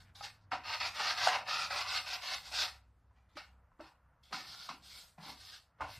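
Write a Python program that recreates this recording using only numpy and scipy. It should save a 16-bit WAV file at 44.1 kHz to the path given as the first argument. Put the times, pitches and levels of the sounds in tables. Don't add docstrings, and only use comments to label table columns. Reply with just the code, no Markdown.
import sys
import numpy as np
from scipy import signal
from scipy.fft import rfft, irfft, next_fast_len
from scipy.io import wavfile
from scipy.ndimage import uniform_filter1d

SR = 44100
rng = np.random.default_rng(int(sys.argv[2]) if len(sys.argv) > 2 else 0)


def output_pcm(signal):
    pcm = np.clip(np.atleast_2d(signal).T, -1, 1) * 32767
    wavfile.write(sys.argv[1], SR, np.round(pcm).astype(np.int16))


def natural_amplitude(level_db):
    exponent = np.asarray(level_db, float) / 20
    return 10 ** exponent


N = 264159

# (time [s], level [dB])
TRAFFIC = [(0, -71), (1.1, -72), (2.4, -69.5), (2.9, -86.5), (3.3, -76), (4.3, -72.5), (4.5, -63.5),
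           (4.9, -75), (5.7, -78.5), (5.99, -64.5)]
# (frequency [Hz], density [dB per Hz])
RUMBLE = [(13, -40), (25, -10.5), (54, -4.5), (173, -9.5), (232, -16), (330, -17.5), (430, -60),
          (730, -120)]
# (frequency [Hz], density [dB per Hz])
YARD = [(280, -39), (480, -8), (930, -5.5), (1370, -6.5), (1700, -10.5), (3300, -32), (4290, -59.5),
        (7260, -120)]
# (time [s], deep drone level [dB], higher drone level [dB])
DRONES = [(0, -72, -64.5), (.45, -72, -67), (1.2, -69, -61.5), (1.55, -72, -77), (1.93, -62.5, -64),
          (2.198, -73.5, -77), (2.72, -62.5, -74.5), (3.3, -68.5, -69.5), (3.95, -74, -81),
          (4.4, -71.5, -79.5), (5.15, -75.5, -82), (5.4, -67.5, -71.5), (5.75, -82, -84), (5.99, -66, -68)]
DRONE_HZ = [64, 97]
# (start [s], length [s], level on gripping [dB], level on letting go [dB], weight on the shell [dB])
SKIDS = [(0.0, 0.0083, -57, -66, -11), (0.148, 0.06, -56.5, -56.5, -12), (0.513, 0.046, -48, -53, 6),
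         (0.797, 0.075, -40, -40, -6), (1.268, 0.089, -45.5, -42.5, 5.5), (1.699, 0.12, -42, -41.5, -4),
         (3.283, 0.08, -93, -80, -3), (3.364, .07, -50.5, -63.5, -4.5), (3.802, 0.075, -66.5, -67.5, 6),
         (4.228, 0.093, -68, -73, -17), (4.322, .13, -44, -55.5, -8), (4.685, 0.011, -45, -48.5, -2),
         (5.175, 0.11, -74, -71.5, 15), (5.804, 0.078, -60.5, -67.5, 13.5)]
# (start [s], length [s], level on gripping [dB], level on letting go [dB], weight on the shell [dB])
STROKES = [(0.226, 0.015, -40, -44, -10.5), (0.636, 0.11, -49.5, -39.5, -6.5),
           (0.935, 0.17, -45.5, -35, -5), (1.158, 0.11, -40.5, -33.5, -6.5), (1.455, .03, -51, -46.5, 0),
           (1.475, .17, -39, -40.5, -7), (1.86, 0.12, -40.5, -37.5, -10.5),
           (2.048, 0.092, -46.5, -40.5, -7), (2.207, 0.14, -45.5, -39.5, -11),
           (2.429, 0.098, -51, -54.5, -10), (2.515, 0.11, -41, -32.5, -11.5), (3.15, 0.093, -91, -101, 13),
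           (4.45, 0.21, -51, -53, -15), (4.82, 0.17, -60.5, -52.5, -19), (5.0, 0.1, -61.5, -73.5, -10),
           (5.205, 0.1, -57, -50, -5.5), (5.36, .19, -58.5, -53, -17), (5.87, 0.077, -58, -54, -15.5)]
# (time [s], change of dust hiss [dB], change of panel ring [dB])
CLOGGING = [(0, 0.5, -2.5), (.3, -1.5, -5), (.5, -7.5, 1.5), (1.0, 0, 1), (1.6, -1, 1.5), (2.2, 0.5, 1.5),
            (2.5, 3.5, -2), (3.3, -5.5, 3), (3.85, 1, -4.5), (4.3, -1, -1), (4.7, 0, -1.5), (5.1, 5, -2.5),
            (5.45, 1, -2.5), (5.75, -4, -2), (5.99, 3.5, 0.5)]
# (frequency [Hz], width [Hz], level [dB])
PAPER = [(3176, 370, -5), (3610, 510, 0), (3917, 393, 0.5), (4250, 253, 2.5), (4640, 482, -0.5),
         (4996, 343, 2.5), (5440, 1144, -6.5)]
# (frequency [Hz], width [Hz], level [dB])
BOOM = [(590.3, 58, -6.5), (737, 45, 2), (794, 76, -1), (906, 60, 0.5), (1040, 210, -5.5)]
# (frequency [Hz], width [Hz], level [dB])
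PANEL = [(1132, 130, -3.5), (1239, 120, 4.5), (1373, 150, 2.5), (1535, 180, 4.5), (1670, 239, 3),
         (1756, 234, 3.5), (1930, 210, 2.5), (2083, 200, 3), (2300, 230, 0.5), (2529, 210, 1.5),
         (2822, 260, -2)]
# (frequency [Hz], density [dB per Hz])
DUST = [(3410, -20), (5800, -18.5), (7090, -16), (8100, -12), (9690, -17.5), (14100, -18)]
# (frequency [Hz], width [Hz], level [dB])
THUD = [(165, 26, -16.5), (290, 50, -7.5), (444, 24, -5.5)]
# (time [s], length [s], level [dB], frequency [Hz], width [Hz])
FLICKS = [(0.047, 0.055, -72, 1850, 900), (0.15, 0.018, -61.5, 3800, 420), (.41, .03, -81.5, 4500, 1500),
          (3.288, 0.057, -84.5, 3700, 650), (4.234, 0.08, -73, 3350, 270), (4.899, 0.086, -64, 2200, 220),
          (5.784, .016, -67.5, 650, 1200), (2.622, .018, -41.5, 1700, 1800),
          (3.353, 0.014, -64, 2500, 2200), (0.507, .008, -70, 2300, 2500), (4.308, .015, -59, 760, 870),
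          (3.788, .01, -74, 1600, 3000), (5.52, 0.045, -61.5, 1550, 270)]
# (time [s], peak [dB], low ring [Hz], high ring [Hz], high ring level [dB])
KNOCKS = [(0.209, -36, 816, 1260, -3), (0.518, -30, 920, 1323, 25), (0.531, -27.5, 760, 1254, 0),
          (1.266, -26.5, 712, 1195, 1), (1.272, -14, 751, 1460, -13), (1.708, -32.5, 707, 1520, 7),
          (3.37, -37.5, 602, 1260, 6), (3.11, -64, 998, 1250, -6), (3.718, -59, 1034, 1290, -7.5),
          (3.795, -50, 1120, 900, -4), (4.06, -65, 1150, 1350, -2), (3.802, -38, 600, 1316, -4.5),
          (4.328, -32.5, 1034, 1260, 10), (4.342, -35, 1020, 1400, 6), (4.691, -34, 1090, 1178, 1),
          (4.71, -38.5, 1003, 1250, -4), (5.181, -52, 735, 1410, -11), (5.799, -45, 563, 1180, -2.5),
          (5.807, -29, 894, 1214, -1), (5.819, -28, 1053, 1415, -2), (5.844, -43, 732, 1450, -2)]
# (time [s], peak [dB], frequency [Hz], t60 [s], roughness [0 tone, 1 noise])
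THUMPS = [(0.519, -57, 147, 0.14, 1), (.52, -54.5, 298, 0.38, 0.73), (1.411, -59, 162, 0.11, 0.86),
          (3.355, -54.5, 290, 0.11, 0.66), (3.793, -47, 323, 0.21, 0.33), (4.31, -58, 288, 0.52, 1.13),
          (4.329, -50.5, 167, 0.18, 0.66), (4.691, -54, 189, 0.19, 0.96), (4.721, -62, 290, 0.33, 1.05),
          (5.18, -54, 165, 0.45, 0.77), (5.26, -57.5, 266, 0.4, 0.85), (5.279, -59.5, 157, 0.22, 0.8),
          (5.804, -51.5, 293, 0.26, 0.38), (5.81, -46, 81, 0.44, 0.48)]
# (frequency [Hz], share of frames [0-1])
FILL_SHARE = [(4000, 0.046), (5000, .17), (6200, .42), (7400, 0.6), (9500, 0.71), (12000, 0.84),
              (14000, .66)]


def unit(x):
    return x / np.sqrt(np.mean(x ** 2))


def walk(rate_hz):
    at = np.arange(N) * rate_hz / SR
    levels = rng.standard_normal(int(at[-1]) + 2)
    k = at.astype(int)
    ease = (at - k) ** 2 * (3 - 2 * (at - k))
    return 1.216 * (levels[k] + ease * (levels[k + 1] - levels[k]))


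def read(table):
    s, *columns = np.transpose(table)
    return [np.interp(np.arange(N) / SR, s, c) for c in columns]


def decay(t_s, t60_s):
    return np.exp(-np.log(1000) * t_s / t60_s)


def ring(x, hz, width_hz):
    return signal.lfilter(*signal.iirpeak(hz, hz / width_hz, SR), x)


def body(x, modes, roam_db=0.):
    out = 0
    for k, (hz, width_hz, db) in enumerate(modes):
        if roam_db:
            db = db + roam_db * walk(7)
        out = out + (-1) ** k * ring(x * natural_amplitude(db), hz, width_hz)
    return out


def colour(x, points):
    hz, db = np.transpose(points)
    size = next_fast_len(len(x))
    f = np.maximum(np.fft.rfftfreq(size, 1 / SR), 1)
    gain = natural_amplitude(np.interp(np.log(f), np.log(hz), db))
    return irfft(rfft(x, size) * gain, size)[:len(x)]


def shell_highpass(x, order):
    return signal.sosfilt(signal.butter(order, 560, "high", fs=SR, output="sos"), x)


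def flicker(points, bands_hz, swell_db, flicker_db):
    base = colour(rng.standard_normal(N), points)
    out = 0
    for hz in bands_hz:
        out = out + ring(base, hz, hz / 3) * natural_amplitude(swell_db * walk(1.4) + flicker_db * walk(18))
    return unit(out)


def yard(drone_width_hz=12, mic_db=-91):
    bands_hz = 30 * 2 ** np.arange(0, 7.5, .5)
    traffic_db = read(TRAFFIC)[0]
    hiss_db = -77 + 0.3 * (traffic_db + 75)
    out = natural_amplitude(traffic_db) * flicker(RUMBLE, bands_hz[:8], swell_db=3.5, flicker_db=2.0)
    out += natural_amplitude(hiss_db) * flicker(YARD, bands_hz[7:], swell_db=.7, flicker_db=1.2)
    gust_db = 2.4 * walk(3.9)
    out *= natural_amplitude(gust_db / 2)
    for hz, db in zip(DRONE_HZ, read(DRONES)):
        phase = 2 * np.pi * np.cumsum(hz * (1 + .035 * walk(3))) / SR
        tone = np.sin(phase) * natural_amplitude(2 * walk(18) + gust_db)
        rough = ring(rng.standard_normal(N), hz, drone_width_hz)
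        out += natural_amplitude(db) * unit(unit(tone) + 0.71 * unit(rough))
    return out + natural_amplitude(mic_db) * rng.standard_normal(N)


def grit(per_s, spread_db, patchy_db):
    when, size, sign = rng.random(N), rng.exponential(size=N), rng.standard_normal(N)
    return (when < per_s / SR) * sign * natural_amplitude(spread_db * size + patchy_db * walk(90))


def contact(age_s, stroke, grip_s, from_db):
    _, length_s, grip_db, go_db, weight_db = stroke
    let_go_db_per_s, dust_follow = 269.5, 0.65
    end_s = max(length_s, grip_s + 0.00087)
    rasp = np.interp(age_s, [0, grip_s, end_s], [grip_db + from_db, grip_db, go_db])
    rasp = rasp - let_go_db_per_s * np.maximum(age_s - length_s, 0)
    under = max(grip_db, go_db) - rasp
    boom = rasp + weight_db + 0.26 * under
    panel = rasp + 2.5 + 0.57 * weight_db + 0.18 * under
    dust = -55.5 + dust_follow * (rasp + 40) - 0.2 * weight_db
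    dust = dust - (1 - dust_follow) * let_go_db_per_s * np.maximum(age_s - length_s - .1, 0)
    return [rasp, boom, panel, dust]


def hand(dust_lag_s=0.0063, thud_db=-22.5):
    t, power = np.arange(N) / SR, np.zeros((4, N))
    for table, grip_s, from_db in ((STROKES, .025, -11.5), (SKIDS, 0.007, -20.5)):
        for stroke in table:
            a = int(stroke[0] * SR)
            age_s = t[a:a + SR] - stroke[0]
            power[:, a:a + SR] += natural_amplitude(contact(age_s, stroke, grip_s, from_db)) ** 2
    dust_db, panel_db = read(CLOGGING)
    lag = np.exp(-1 / (dust_lag_s * SR))
    power[3] = signal.lfilter([1 - lag], [1, -lag], power[3]) * natural_amplitude(2 * dust_db)
    power[2] *= natural_amplitude(2 * panel_db)
    return np.sqrt(np.vstack([power, power[1] * natural_amplitude(2 * thud_db)]))


def sanding():
    coarse = grit(per_s=5000, spread_db=1.0, patchy_db=1.73)
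    fine = grit(per_s=14000, spread_db=0.06, patchy_db=1.0)
    rasp = body(fine + .5 * coarse, PAPER, roam_db=0.3)
    boom = shell_highpass(body(coarse, BOOM, roam_db=1.8), 4)
    panel = body(coarse + 0.49 * fine, PANEL, roam_db=2.5)
    dust = colour(rng.standard_normal(N), DUST)
    thud = body(coarse, THUD)
    layers = np.array([unit(x) for x in (rasp, boom, panel, dust, thud)])
    return (layers * hand()).sum(axis=0)


def flicks(edge_s=.003, t60_s=.12):
    out, t = np.zeros(N + SR), np.arange(SR // 3) / SR
    for s, length_s, db, hz, width_hz in FLICKS:
        shape = np.minimum(t / edge_s, 1) * decay(np.maximum(t - length_s, 0), t60_s)
        scratch = rng.standard_normal(len(t)) * (rng.random(len(t)) < .2)
        note = unit(ring(ring(scratch, hz, width_hz), hz, 2 * width_hz))
        out[int(s * SR):][:len(t)] += natural_amplitude(db) * shape * note
    return out[:N]


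def knocks(ring_t60_s=0.051, crack_db=10, shell_db=20, push_s=0.00032, rattle_s=.017):
    out, drive = np.zeros(N + SR), np.zeros(N + SR)
    t = np.arange(SR // 5) / SR
    fade = decay(t, ring_t60_s)
    for s, db, low_hz, high_hz, high_db in KNOCKS:
        rattle = rng.standard_normal(len(t)) * np.exp(-t / rattle_s) * (rng.random(len(t)) < .05)
        push = np.exp(-((t - 2 * push_s) / push_s * 2) ** 2)
        blow = 0.13 * (rattle + push)
        high = natural_amplitude(high_db) * np.sin(2 * np.pi * high_hz * t)
        spot = fade * (np.sin(2 * np.pi * low_hz * t) + high)
        hit = signal.fftconvolve(blow, spot)[:len(t)]
        i = int((s - .001) * SR)
        out[i:i + len(t)] += natural_amplitude(db) * hit / np.abs(hit).max()
        drive[i:i + len(t)] += natural_amplitude(db + high_db / 2) * blow
    shell = natural_amplitude(shell_db) * body(drive, BOOM[1:] + PANEL)
    crack = natural_amplitude(crack_db) * body(drive, PAPER)
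    return shell_highpass(out + shell + crack, 7)[:N]


def thumps(rise_s=0.0024, spread=0.32):
    out, t = np.zeros(N + SR), np.arange(SR // 3) / SR
    for s, db, hz, t60_s, rough in THUMPS:
        shape = (1 - np.exp(-t / rise_s)) * decay(t, t60_s)
        noise = rng.standard_normal(len(t))
        rub = unit(ring(ring(noise, hz, spread * hz), hz, 2 * spread * hz))
        flex = (1 - rough) * np.sin(2 * np.pi * hz * t) + rough * rub
        out[int(s * SR):][:len(t)] += natural_amplitude(db) * shape / shape.max() * flex
    return out[:N]


def scene():
    near = sanding() + knocks() + flicks()
    t = np.arange(SR // 3) / SR
    tail = rng.standard_normal(len(t)) * decay(t, .25) * (t > .004)
    near += natural_amplitude(-14) * signal.fftconvolve(near, tail / np.sqrt(np.sum(tail ** 2)))[:N]
    sound = near + yard()
    sound -= 0.42 * ring(sound, 320, 92)
    return np.tile(sound + thumps(), (2, 1))


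def low_pass(x):
    return signal.sosfilt(signal.butter(12, 15520, fs=SR, output="sos"), x)


def record(dry, band_hz=690, top_hz=14290):
    window = np.sqrt(signal.get_window("hann", 2048))
    frame = dict(fs=SR, window=window, nperseg=2048, noverlap=1024)
    f, _, z = signal.stft(dry, **frame)
    band = (f // band_hz).astype(int)
    mood = rng.standard_normal((band[-1] + 1, z.shape[2]))
    mood = uniform_filter1d(uniform_filter1d(mood, size=3, axis=0), size=2, axis=1)
    rank = mood.argsort(axis=1).argsort(axis=1) / z.shape[2]
    share = np.interp(band * band_hz, *np.transpose(FILL_SHARE), left=0)
    swap = rank[band] < share[:, None]
    power = np.sum(np.abs(z[0, f > 3000]) ** 2, axis=0)
    swap &= power < 20 * np.roll(power, 1)
    scrambled = z * np.exp(2j * np.pi * rng.random(z.shape))
    z = np.where(swap, scrambled, z) * (f < top_hz)[:, None]
    mix = signal.istft(z, **frame)[1][:, :N]
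    return low_pass(mix)


dry = scene()
out = record(dry)
output_pcm(out)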